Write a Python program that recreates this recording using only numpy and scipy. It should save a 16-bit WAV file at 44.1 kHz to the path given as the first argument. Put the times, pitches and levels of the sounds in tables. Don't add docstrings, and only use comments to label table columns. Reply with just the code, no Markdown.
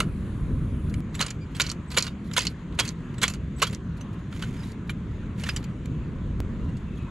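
import sys
import numpy as np
from scipy import signal
from scipy.fft import rfft, irfft, next_fast_len
from scipy.io import wavfile
from scipy.ndimage import uniform_filter1d, map_coordinates

SR = 44100
rng = np.random.default_rng(int(sys.argv[2]) if len(sys.argv) > 2 else 0)


def makeup_ratio(level_db):
    decades = np.asarray(level_db, float) / 20
    return 10 ** decades


def wrap_up_sound(samples):
    columns = np.atleast_2d(samples).T
    tamed = np.clip(columns, -1, 1)
    steps = np.round(tamed * 32767).astype(np.int16)
    wavfile.write(sys.argv[1], SR, steps)


N = 313110

# time in seconds, level of the buffeting in dB.
WIND = [(0, -34.5), (.36, -39), (.46, -28), (.66, -35.5), (1, -32.5), (1.01, -44), (1.45, -45), (2.5, -47),
        (3.05, -44.5), (3.5, -41.5), (4.28, -48), (4.45, -42), (4.78, -45), (5.05, -40.5), (5.85, -38),
        (6.35, -35), (6.6, -34), (7.1, -42)]
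# frequency in Hz, level in dB per Hz.
BUFFET = [(12, -26), (24, -6), (40, 0), (80, 0), (110, -9), (160, -30), (400, -120)]
# frequency in Hz, level in dB per Hz.
RUMBLE = [(20, -74), (50, -5), (90, -3.5), (160, -1.5), (210, -5), (320, -14.5), (460, -22.5), (750, -37),
          (1000, -77), (2000, -120)]
# frequency in Hz, likeness from 0 to 1.
BUFFET_ALIKE = [(30, .86), (70, .975)]
# frequency in Hz, likeness from 0 to 1.
RUMBLE_ALIKE = [(100, .994), (200, .996), (350, .988), (700, .93)]
RUMBLE_DB, RUMBLE_FOLLOWS, CALM_DB = -33.5, 0.38, -40
# time in seconds, level in dB.
FAR_HISS = [(0.0, -52), (2.39, -53.5), (7.1, -52.5)]
# frequency in Hz, level in dB per Hz.
HISS = [(600, -5), (800, -7), (1000, 1), (2000, -6.5), (3500, -13.5), (4300, -19.5), (5300, -29.5),
        (6800, -20), (8800, -32.5), (10500, -33.5), (12300, -43), (14000, -61), (16000, -89)]
# frequency in Hz, likeness from 0 to 1.
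HISS_ALIKE = [(600, 0.78), (1400, 0.8), (3000, 0.57), (7000, .65), (12000, 0.28)]

# time in seconds, beats per second, level in dB.
WINGS = [
    (0, 220, -68.5),
    (.3, 250, -69),
    (.4, 250, -70.5),
    (.7, 360, -70.5),
    (1.004, 250, -65.5),
]
# frequency in Hz, level in dB per Hz.
INSECT = [(6500, -36), (8000, -9), (9300, -6), (10000, -4), (10900, -3), (12100, -27), (13200, -11),
          (14000, -25)]

# start in seconds, length in seconds, level in dB.
SLIDES = [(1.123, 0.25, -55), (1.54, 0.22, -49.5), (1.907, 0.19, -47), (2.308, 0.22, -49.5),
          (2.775, 0.16, -46.5), (3.19, 0.19, -56), (3.575, 0.21, -50), (4.305, 0.2, -53),
          (5.375, 0.22, -47.5), (4.44, 0.31, -54.5), (0, 0.06, -61)]
# frequency in Hz, level in dB per Hz.
RUB = [(900, -4), (2000, 4.5), (3500, -1), (5500, -10), (6800, -3), (8500, -14), (9600, -11), (13800, -21),
       (16000, -35)]

# start in seconds, tube level in dB, rung over tube in
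# dB, basic fall time of the rattle in seconds, which each part lengthens.
SLAMS = [(.002, -14.5, -6.5, 0.013), (0.015, -37, 2, 0.072), (0.94, -31.5, -11, 0.0087),
         (1.1493, -31, -11, 0.036), (1.1915, -30, -3, 0.049), (1.2021, -24.5, -3.5, 0.088),
         (1.211, -24.5, 2.5, 0.029), (1.5976, -16.5, -4, 0.045), (1.605, -20, -7, 0.024),
         (1.9662, -22.5, -2, 0.085), (1.9724, -12, -5, 0.029), (2.3646, -18, -19, 0.075),
         (2.378, -18, 0, 0.016), (2.7891, -15, -5.5, 0.04), (2.7967, -18.5, -1, 0.027),
         (3.2148, -25.5, -4.5, 0.08), (3.231, -17, -1, 0.04), (3.237, -15, -2, 0.0098),
         (3.6181, -16.5, -5, 0.037), (3.6244, -19, -2.5, 0.05), (4.3617, -42, 3, 0.012),
         (4.435, -37, -3, 0.04), (4.8984, -35, -8, 0.027), (5.464, -36, -4, 0.036),
         (5.5621, -30, -26, 0.035)]
SLAM_PIN_DB, SLAM_LATCH_DB = -11.5, -6.5
# start in seconds, pin level in dB, latch over pin in dB, tube over pin in dB.
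SNAPS = [(1.211, -20.5, 1.5, -29), (1.223, -24, -5, 0), (1.2633, -33.5, 4, 2), (1.3063, -35, 3, 2),
         (1.6057, -18.5, -23, -33), (1.6158, -21, -2.5, -12), (1.665, -27.5, -5, -6), (1.6935, -35, 0, -17),
         (1.6988, -22.5, -12, -20), (1.7147, -35, 7.5, 3), (1.984, -14, -9, -20), (2.006, -28, -7, -11),
         (2.0245, -20.5, -5, -16), (2.066, -29, -7.5, -1.5), (2.335, -32, 3.5, -8), (2.378, -23.5, 6.5, -3),
         (2.391, -22, -4, -18), (2.4686, -21.5, -11, -8), (2.473, -32, -16, -2), (2.797, -17.5, 1.5, -18),
         (2.8042, -19, -10, -14), (2.877, -30.5, -1, -12), (2.8896, -33.5, -1, -1), (3.2305, -40, 16, -11),
         (3.279, -30, 10.5, 5.5), (3.2835, -31, -5, -2.5), (3.6251, -19.5, 2.5, -9),
         (3.633, -33.5, 10.5, -6), (5.562, -44.5, 20, -16), (5.568, -34.5, 2, -6)]
SNAP_RUNG_DB = -5.5
SNAP_T60 = 0.017
SNAP_CRACK, CRACK_S = 0.97, 0.00042
# start in seconds,
# tube level in dB, small parts over tube in dB, basic fall time of the rattle in seconds, which each part
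LIGHT_KNOCKS = [(1.1432, -41, -3, 0.016), (1.233, -39, -5, 0.15), (1.2812, -34, -4, 0.038),
                (1.549, -44, -0.5, 0.056), (1.566, -39, 2, 0.012), (1.637, -39.5, -2.5, 0.12),
                (1.6855, -36, -11, 0.039), (1.903, -45, 3, 0.05), (1.915, -37.5, -1, 0.04),
                (1.944, -33.5, -4, 0.016), (1.985, -29, -6, 0.026), (2.0387, -40, -1, 0.12),
                (2.078, -35, -4.5, 0.016), (2.313, -33.5, -13, 0.0066), (2.4042, -32.5, -1, 0.1),
                (2.417, -43, 10.5, .026), (2.429, -41.5, 7, 0.049), (2.451, -32.5, 3, 0.028),
                (2.815, -36.5, -15, .09), (2.834, -50, -11, .07), (2.8505, -42, 8, 0.045),
                (2.8635, -41, -14, 0.043), (3.141, -42, -10, .012), (3.181, -36.5, -9, 0.034),
                (3.225, -25.5, 1.5, 0.086), (3.298, -35.5, 2.5, 0.047), (3.337, -37, -5, 0.044),
                (3.642, -45, -10, .032), (3.669, -36, 1, 0.036), (3.728, -36.5, -3, 0.03),
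                (.0091, -39, -2, 0.013), (2.7225, -48, -10, 0.023), (2.8814, -49, -3, .021), (3.598, -42, -4, .023),
        (3.6485, -36, -5, 0.054), (3.7483, -41, -4, 0.0045), (4.009, -41, -5.5, 0.019),
        (4.3251, -38.5, -13, 0.026), (4.347, -53, -4, .011), (4.393, -43, -7, 0.03),
        (4.4223, -30.5, -7.5, 0.028), (4.7173, -54, 6.5, 0.01), (4.894, -27.5, -14.5, 0.013),
        (5.397, -44, 1, 0.023), (5.436, -29, -5, 0.021), (5.485, -36, -6, .02),
        (5.4891, -23.5, -6.5, 0.023), (5.6276, -43, -9, .009), (5.641, -44, 3, 0.012),
        (5.855, -43, -6.5, .016), (6.768, -52.5, 1.5, 0.032)]
LOOSE_RUNG_DB, LOOSE_LATCH_DB = -4.5, -1
# frequency in Hz, width in Hz, level in dB.
RUNG = [(984, 160, -9.5), (1450, 320, -2.5), (495, 194, -8)]
# frequency in Hz, width in Hz, level in dB.
TUBE = [(1990, 1130, -2), (2337, 200, 3.5), (2560, 180, -4.5), (2893, 176, 7), (3040, 610, 1),
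        (4040, 610, -3)]
# frequency in Hz, width in Hz, level in dB.
PIN = [(3990, 230, -4.5), (4430, 490, 0), (4730, 110, -7), (4800, 350, -3.5)]
# frequency in Hz, width in Hz, level in dB.
LATCH = [(6060, 710, -2.5), (7090, 1050, 5), (7130, 474, 7.5), (7850, 150, -19.5), (10300, 1800, -9.5),
         (11730, 240, -9), (12300, 1700, -21)]
SNAP_TOP_HZ, SLAM_TOP_HZ = 9400, 19100

# start in
# seconds, frequency in Hz, level in dB, time to fall 60 dB in seconds.
METAL_RINGS = [(0.0056, 1290, -12, 0.011), (0.0092, 2120, -27, 0.021), (1.1942, 3940, -26, 0.02),
               (1.2105, 6320, -25, 0.023), (1.2128, 10900, -30, 0.012), (1.216, 4370, -24, 0.018),
               (1.225, 4300, -22, 0.02), (1.606, 3900, -13, 0.012), (1.607, 1440, -32, 0.021),
               (1.611, 9560, -39, 0.021), (1.9719, 3810, -16, 0.016), (1.9738, 8380, -29, 0.022),
               (1.9747, 6780, -30, 0.03), (1.9847, 4480, -22, 0.012), (1.9856, 10300, -32, 0.025),
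               (1.9947, 11240, -48, 0.025), (2.366, 1420, -18, 0.012), (2.3738, 5020, -24, 0.025),
               (2.3752, 3460, -17.5, 0.021), (2.3766, 7160, -27, 0.012), (2.3893, 2554, -30, 0.089),
               (2.7906, 6500, -31, 0.015), (2.7964, 1087, -24, 0.042), (2.7974, 10980, -34, 0.019),
               (2.7988, 7700, -26, 0.012), (2.805, 4440, -22, 0.012), (3.2174, 3370, -32, 0.073),
               (3.2174, 1560, -33, 0.072), (3.2301, 4200, -19, 0.012), (3.2333, 3330, -21.5, 0.06),
               (3.623, 2720, -18, 0.014), (3.626, 6300, -26, 0.012), (3.63, 7130, -27, 0.027),
               (3.631, 3290, -23, 0.026), (3.6437, 4330, -30, 0.023),
               (1.1543, 7700, -42, 0.038), (1.2464, 1350, -34, 0.015), (1.2654, 9200, -39, 0.029),
               (1.2664, 4950, -34, 0.018), (1.3057, 7050, -30, 0.019), (1.6727, 5990, -33, 0.014),
               (1.7153, 7210, -34, 0.012), (1.7162, 1370, -39, 0.032), (1.7167, 4400, -30, 0.016),
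               (1.9149, 7800, -44, 0.026), (1.9503, 4440, -35, 0.02), (2.0101, 2560, -37, 0.055),
               (2.0255, 4314, -21, 0.028), (2.0255, 10600, -35, 0.013), (2.0732, 4720, -35, 0.019),
               (2.0777, 3680, -38, 0.048), (2.4063, 3100, -23, 0.012), (2.4323, 4950, -34, 0.037),
               (2.4364, 7130, -41, 0.02), (2.4514, 2220, -36, 0.036), (2.4687, 4420, -21, 0.027),
               (2.469, 2930, -19.5, 0.01), (2.854, 2560, -40, 0.1), (2.8809, 6240, -30, 0.019),
               (2.8831, 4340, -38, 0.055), (3.2573, 3240, -30, 0.017), (3.2792, 2560, -28, 0.032),
               (3.294, 2660, -42, 0.096), (3.597, 7940, -37, 0.014), (3.669, 3290, -32.5, 0.064),
               (3.6713, 1420, -33, 0.022), (3.7094, 7160, -40, 0.023), (4.013, 6120, -46, 0.037),
               (4.4246, 3370, -30, 0.014), (4.426, 1240, -29, 0.014), (4.436, 1490, -31, 0.018),
               (4.8958, 1427, -33, 0.033), (5.4396, 2900, -31.5, 0.024), (5.4478, 1680, -41, 0.034),
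               (5.412, 9400, -46, 0.02), (1.549, 3270, -43, 0.056), (5.642, 7100, -39, 0.018),
               (5.4664, 1830, -29, 0.02), (5.494, 2610, -19.5, 0.012), (5.494, 5030, -28.5, 0.036),
               (5.504, 4940, -32, 0.026), (5.563, 2990, -29, 0.017), (5.5693, 4630, -28, 0.018),
               (1.599, 3700, -22, 0.045), (1.6, 1412, -29, .05), (1.616, 6100, -23, 0.027),
              (1.969, 3040, -30, 0.056), (1.976, 2294, -24, 0.045), (1.976, 1470, -23, 0.025),
              (2.367, 3000, -27, .06), (2.376, 1027, -28, 0.044), (2.788, 2910, -28, 0.056),
              (2.797, 3270, -28, 0.13), (2.799, 6200, -26, 0.034), (3.238, 1500, -28, 0.016),
              (3.231, 6600, -32, .03), (3.23, 9600, -25.5, 0.021), (3.6238, 1090, -19, 0.042),
              (3.628, 1360, -22, .05), (3.618, 2560, -28, 0.055), (4.8945, 2370, -32.5, 0.037),
              (4.898, 2950, -41, 0.037), (5.49, 1630, -27, 0.022), (5.563, 7900, -28, 0.013),
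              (4.426, 2960, -35, .04)]
RING_RISE_S, RING_DB = 0.00031, 1

# start in seconds,
# length in seconds, level in dB.
RUSTLES = [(0.895, 0.018, -58), (1.51, .04, -71), (2.08, 0.047, -70), (2.24, 0.091, -65),
           (2.492, 0.046, -63), (2.741, 0.023, -63), (3.582, 0.019, -55), (3.968, .025, -62),
           (4.128, 0.025, -66), (4.19, .015, -66), (4.874, 0.011, -63), (4.915, 0.011, -67),
           (5.357, .04, -70), (5.58, 0.051, -63), (5.697, 0.0088, -72), (6.475, 0.45, -81), (6.78, .3, -82),
           (6.641, 0.017, -72), (6.69, 0.017, -70), (4.623, .125, -60.5), (6.956, 0.0085, -67),
           (6.978, 0.01, -64), (6.986, 0.011, -72), (7.024, .012, -69)]

# start in seconds, length in seconds, frequency in Hz, level in dB.
SQUEAKS = [(1.106, .016, 7900, -69), (1.151, 0.018, 7800, -47), (1.408, 0.045, 2375, -54.5),
           (1.55, .025, 8000, -48), (1.878, .025, 8000, -58), (1.912, .012, 8000, -47),
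           (2.478, .035, 4100, -53), (3.181, .015, 7900, -45), (3.563, .02, 7860, -51),
           (3.585, .0088, 7850, -50), (3.596, .0065, 7860, -39), (3.672, 0.021, 3290, -48),
           (4.003, 0.034, 6200, -55), (4.577, .013, 5000, -55), (4.601, 0.012, 4980, -49),
           (4.615, 0.04, 4920, -57), (4.633, 0.014, 1945, -46), (6.97, 0.013, 3280, -54)]
OVERTONE_DB, OVERTONE_FADE_DB_PER_KHZ = 8, 4.5

# start in seconds, peak level in dB.
CLICKS = [(1.305, -23), (1.6172, -9), (1.6226, -15), (1.6395, -29), (1.6653, -29), (1.6933, -22),
          (1.6998, -19), (1.7151, -23), (1.9844, -9), (2.0051, -21), (2.025, -8.5), (2.0388, -27),
          (2.3911, -9.5), (2.4075, -25), (2.4198, -21), (2.4688, -14), (2.804, -11), (2.8784, -27),
          (2.8905, -17.5), (3.2803, -18), (3.2997, -29), (3.3376, -26), (3.6427, -22), (3.6685, -29),
          (3.7482, -21), (4.7191, -43)]
# frequency in Hz, width in Hz, level in dB.
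CLICK_MODES = [(4440, 860, -3), (5700, 990, 1.5), (7160, 1050, 0)]
CLICK_DB = -2.5

# start in seconds, length in seconds, level in dB.
BIRD = [
    (6.61, .03, -65),
    (6.67, .045, -63),
    (6.735, .045, -65),
    (6.86, 0.05, -63),
    (6.91, 0.061, -62),
    (6.973, .07, -59),
    (7.04, 0.06, -61),
]
BIRD_HZ, BIRD_SAG_HZ_PER_S = 2820, 675

# frequency in Hz, time to fall 60 dB in seconds.
CAR_SIDE = [(500, 0.031), (3000, 0.087), (10000, 0.033)]
# frequency in Hz, left over right in dB.
PORT_PAN = [(700, -1.8), (2400, -4), (4400, -4), (8000, -3), (13000, 1.2)]
# frequency in Hz, phase by which left leads in radians.
PORT_LAG = [(300, 0.39), (1600, -0.51), (3000, -0.68), (5000, -0.71), (6500, -0.11), (10000, 0.056),
            (14000, 1)]
# frequency in Hz, level in dB.
TOP = [(14000, 1.5), (14700, -10), (15700, -23), (15900, -100)]
# time in seconds, jump in the waveform at full scale 1.
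CUTS = [
    (1.005, 0.028),
    (6.4035, -0.12),
]


def unit(x):
    return x / np.sqrt(np.mean(x ** 2, axis=-1, keepdims=True) + 1e-20)


def along(points, hz):
    f, v = np.transpose(points)
    return np.interp(np.log(hz + 1), np.log(f + 1), v)


def curves(rows):
    s, *columns = np.transpose(rows)
    return [np.interp(np.arange(N) / SR, s, column) for column in columns]


def wobble(rate):
    knots = rng.standard_normal(int(N * rate / SR) + 4)
    return map_coordinates(knots, [np.arange(N) * rate / SR])


def filtered(x, response):
    m = next_fast_len(x.shape[-1] + 4096)
    spectrum = rfft(x, m) * response(np.fft.rfftfreq(m, 1 / SR))
    return irfft(spectrum, m)[..., :x.shape[-1]]


def resonances(modes, scatter_db=0):
    shift = np.broadcast_to(scatter_db, np.shape(scatter_db)[:1] + (len(modes),))

    def response(f):
        total = 0
        for k, (centre, width, db) in enumerate(modes):
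            peak = 1j * f * width / (centre * centre - f * f + 1j * f * width)
            total = total + (-1) ** k * makeup_ratio(db + shift[..., k, None]) * peak
        return total
    return response


def place(times, sounds):
    at = np.round(np.asarray(times) * SR).astype(int)[:, None] + np.arange(sounds.shape[1])
    return np.bincount(at.ravel(), sounds.ravel(), N + SR)[:N]


def swell(length, edge=0.55, lean=1):
    t = np.arange(SR // 3) / SR
    progress = np.clip(t / np.asarray(length)[:, None], 0, 1)
    return np.abs(np.sin(np.pi * progress ** lean)) ** edge, t


def rush(spectrum, alike, patchy_db):
    z = signal.stft(rng.standard_normal((2, N)), nperseg=512)[2]
    field = uniform_filter1d(rng.standard_normal(z.shape[1:]), size=6, axis=0)
    field = uniform_filter1d(field, size=14, axis=1)
    patchy = z * makeup_ratio(patchy_db * field / field.std())
    pair = signal.istft(patchy, nperseg=512)[1][:, :N]

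    def mid_side(hz):
        turn = np.arccos(np.clip(along(alike, hz), -1, 1)) / 2
        return makeup_ratio(along(spectrum, hz)) * [np.cos(turn), np.sin(turn)]
    mid, side = filtered(pair, mid_side)
    return unit(np.array([mid + side, mid - side]))


def wind():
    buffet_db, = curves(WIND)
    hiss_db, = curves(FAR_HISS)
    rumble_db = RUMBLE_DB + RUMBLE_FOLLOWS * (buffet_db - CALM_DB)
    buffet_gain = makeup_ratio(buffet_db + 1.2 * wobble(5) + 0.8 * wobble(9))
    buffet = buffet_gain * rush(BUFFET, BUFFET_ALIKE, patchy_db=0.5)
    rumble = makeup_ratio(rumble_db + 1.05 * wobble(14)) * rush(RUMBLE, RUMBLE_ALIKE, patchy_db=-0.56)
    hiss = makeup_ratio(hiss_db + 0.5 * wobble(7.0)) * rush(HISS, HISS_ALIKE, patchy_db=-1.65)
    return buffet + rumble + hiss * makeup_ratio([[0.6], [-0.6]])


def insect():
    rate, db = curves(WINGS)
    beat = 2 * np.pi * np.cumsum(rate) / SR
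    gate = 1.6 + np.exp(1.4 * np.cos(beat) + 0.7 * np.cos(beat / 2))
    puffs = gate * rng.standard_normal((2, N))
    buzz = unit(filtered(puffs, lambda hz: makeup_ratio(along(INSECT, hz))))
    present = np.arange(N) < CUTS[0][0] * SR
    return makeup_ratio(db + [[3.5], [-5]]) * buzz * present


def slides():
    s, length, db = np.transpose(SLIDES)
    strokes = place(s, makeup_ratio(db)[:, None] * swell(length, edge=0.7, lean=0.75)[0])
    clumps = makeup_ratio(1.1 * wobble(40) + 1.5 * wobble(200) + 3 * wobble(800))
    grit = rng.standard_normal(N) * clumps
    return strokes * unit(filtered(grit, lambda hz: makeup_ratio(along(RUB, hz))))


def blows():
    hits = []
    for s, db, rung, t60 in SLAMS:
        hits.append((s, db + rung, db, db + SLAM_PIN_DB, db + SLAM_LATCH_DB, t60, 0))
    for s, db, latch, tube in SNAPS:
        hits.append((s, db + tube + SNAP_RUNG_DB, db + tube, db, db + latch, SNAP_T60, SNAP_CRACK))
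    for s, db, small, t60 in LIGHT_KNOCKS:
        hits.append((s, db + LOOSE_RUNG_DB, db, db + small, db + small + LOOSE_LATCH_DB, t60, 0))
    return hits


def contacts():
    s, *levels, t60, crack = np.transpose(blows())
    t = np.arange(SR // 10) / SR
    top_hz = np.where(crack > 0, SNAP_TOP_HZ, SLAM_TOP_HZ)[:, None]
    blow = 1 + crack[:, None] * np.exp(-t / CRACK_S)
    parts = (RUNG, TUBE, PIN, LATCH)
    out = 0
    for modes, db, lasting in zip(parts, levels, (1.54, 1.59, 1.53, 1.24)):
        fall = makeup_ratio(-60 * t / (lasting * np.abs(t60)[:, None] + 0.011))
        fall = fall * (1 - 0.54 * np.exp(-t / 0.00075))
        spikes = rng.standard_normal(fall.shape) * makeup_ratio(7.6 * rng.standard_normal(fall.shape))
        body = resonances(modes, 1.8 * rng.standard_normal((len(s), len(modes))))
        highest = max(modes)[0]

        def part(hz):
            above_modes = (1 + 1j * hz / (1.86 * highest)) ** 2
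            dullness = (1 + 1.3j * hz / top_hz - (hz / top_hz) ** 2) ** 2
            return body(hz) / above_modes / dullness
        ring = filtered(blow * fall * spikes, part)
        ring /= np.std(ring[:, :SR // 300], axis=1, keepdims=True)
        out = out + place(s, makeup_ratio(db - 9.5)[:, None] * ring)
    return out


def rings():
    s, hz, db, t60 = np.transpose(METAL_RINGS)[..., None]
    t = np.arange(SR // 10) / SR
    rise = 1 - np.exp(-t / RING_RISE_S)
    fall = makeup_ratio(db + RING_DB - 60 * t / np.maximum(t60, 0.005))
    return place(s[:, 0], rise * fall * np.sin(2 * np.pi * hz * t))


def rustles():
    s, length, db = np.transpose(RUSTLES)
    puffs = place(s, makeup_ratio(db)[:, None] * swell(length, edge=0.73, lean=0.55)[0])
    puffs = puffs * makeup_ratio(1.4 * wobble(180))
    bright = resonances([(4030, 700, 1), (7200, 1000, -5.5), (10300, 1600, -7.5)])
    return puffs * unit(filtered(rng.standard_normal(N), bright))


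def squeaks():
    s, length, hz, db = np.transpose(SQUEAKS)
    window, t = swell(length, edge=0.74, lean=0.65)
    drift = 0.035 * np.cumsum(rng.standard_normal(window.shape), axis=1)
    turn = 2 * np.pi * hz[:, None] * t + drift
    richness = makeup_ratio(OVERTONE_DB - OVERTONE_FADE_DB_PER_KHZ * hz / 1000)[:, None]
    tone = np.sin(turn) + richness * (np.sin(2 * turn) + 0.32 * np.sin(3 * turn))
    return place(s, makeup_ratio(db - 2.0)[:, None] * window * tone)


def clicks():
    s, db = np.transpose(CLICKS)
    body = resonances(CLICK_MODES)

    def small_parts(hz):
        thin_bass = 1j * hz / (3000 + 1j * hz)
        soft_treble = 1 + 1j * hz / 9000 - (hz / 9000) ** 2
        return body(hz) * thin_bass / soft_treble
    click = filtered(np.arange(SR // 50) == 0, small_parts)
    return place(s, makeup_ratio(db + CLICK_DB)[:, None] * click / np.abs(click).max())


def bird():
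    s, length, db = np.transpose(BIRD)
    hz = BIRD_HZ - BIRD_SAG_HZ_PER_S * (s - s[0])
    window, t = swell(length, edge=1.2)
    drift = 0.05 * np.cumsum(rng.standard_normal(window.shape), axis=1)
    warble = 1.0 * np.sin(2 * np.pi * 45 * t)
    note = np.sin(2 * np.pi * hz[:, None] * t + drift + warble)
    return place(s, makeup_ratio(db + 4.5)[:, None] * window * note)


def car_side(x):
    hz, t, z = signal.stft(rng.standard_normal((2, SR // 6)), SR, nperseg=128)
    fall = makeup_ratio(-60 * t / along(CAR_SIDE, hz)[:, None])
    tail = signal.istft(z * fall, SR, nperseg=128)[1]
    tail = filtered(tail, lambda hz: 1 + 1j * hz / 7000)
    return signal.fftconvolve(x[None], unit(tail) / np.sqrt(tail.shape[1]), axes=1)[:, :N]


def scene():
    ladder = slides() + contacts() + rings() + rustles() + squeaks() + clicks()
    side = np.array([[0.5], [-0.5]])

    def ports(hz):
        return makeup_ratio(side * along(PORT_PAN, hz)) * np.exp(1j * side * along(PORT_LAG, hz))
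    direct = filtered(ladder, ports)
    echoes = makeup_ratio(-10) * car_side(ladder)
    far_bird = bird() * makeup_ratio([[1.2], [-1.2]])
    return wind() + insect() + direct + echoes + far_bird


def roll_off(x):
    return signal.sosfilt(signal.butter(12, 15720, fs=SR, output="sos"), x)


def record(dry):
    out = filtered(dry, lambda hz: makeup_ratio(along(TOP, hz)))
    for s, jump in CUTS:
        t = (np.arange(N) - round(s * SR) + 0.5) / SR
        out += jump / 2 * np.sign(t) * np.exp(-np.abs(t) / 0.0053)
    return roll_off(out)


dry = scene()
out = record(dry)
wrap_up_sound(out)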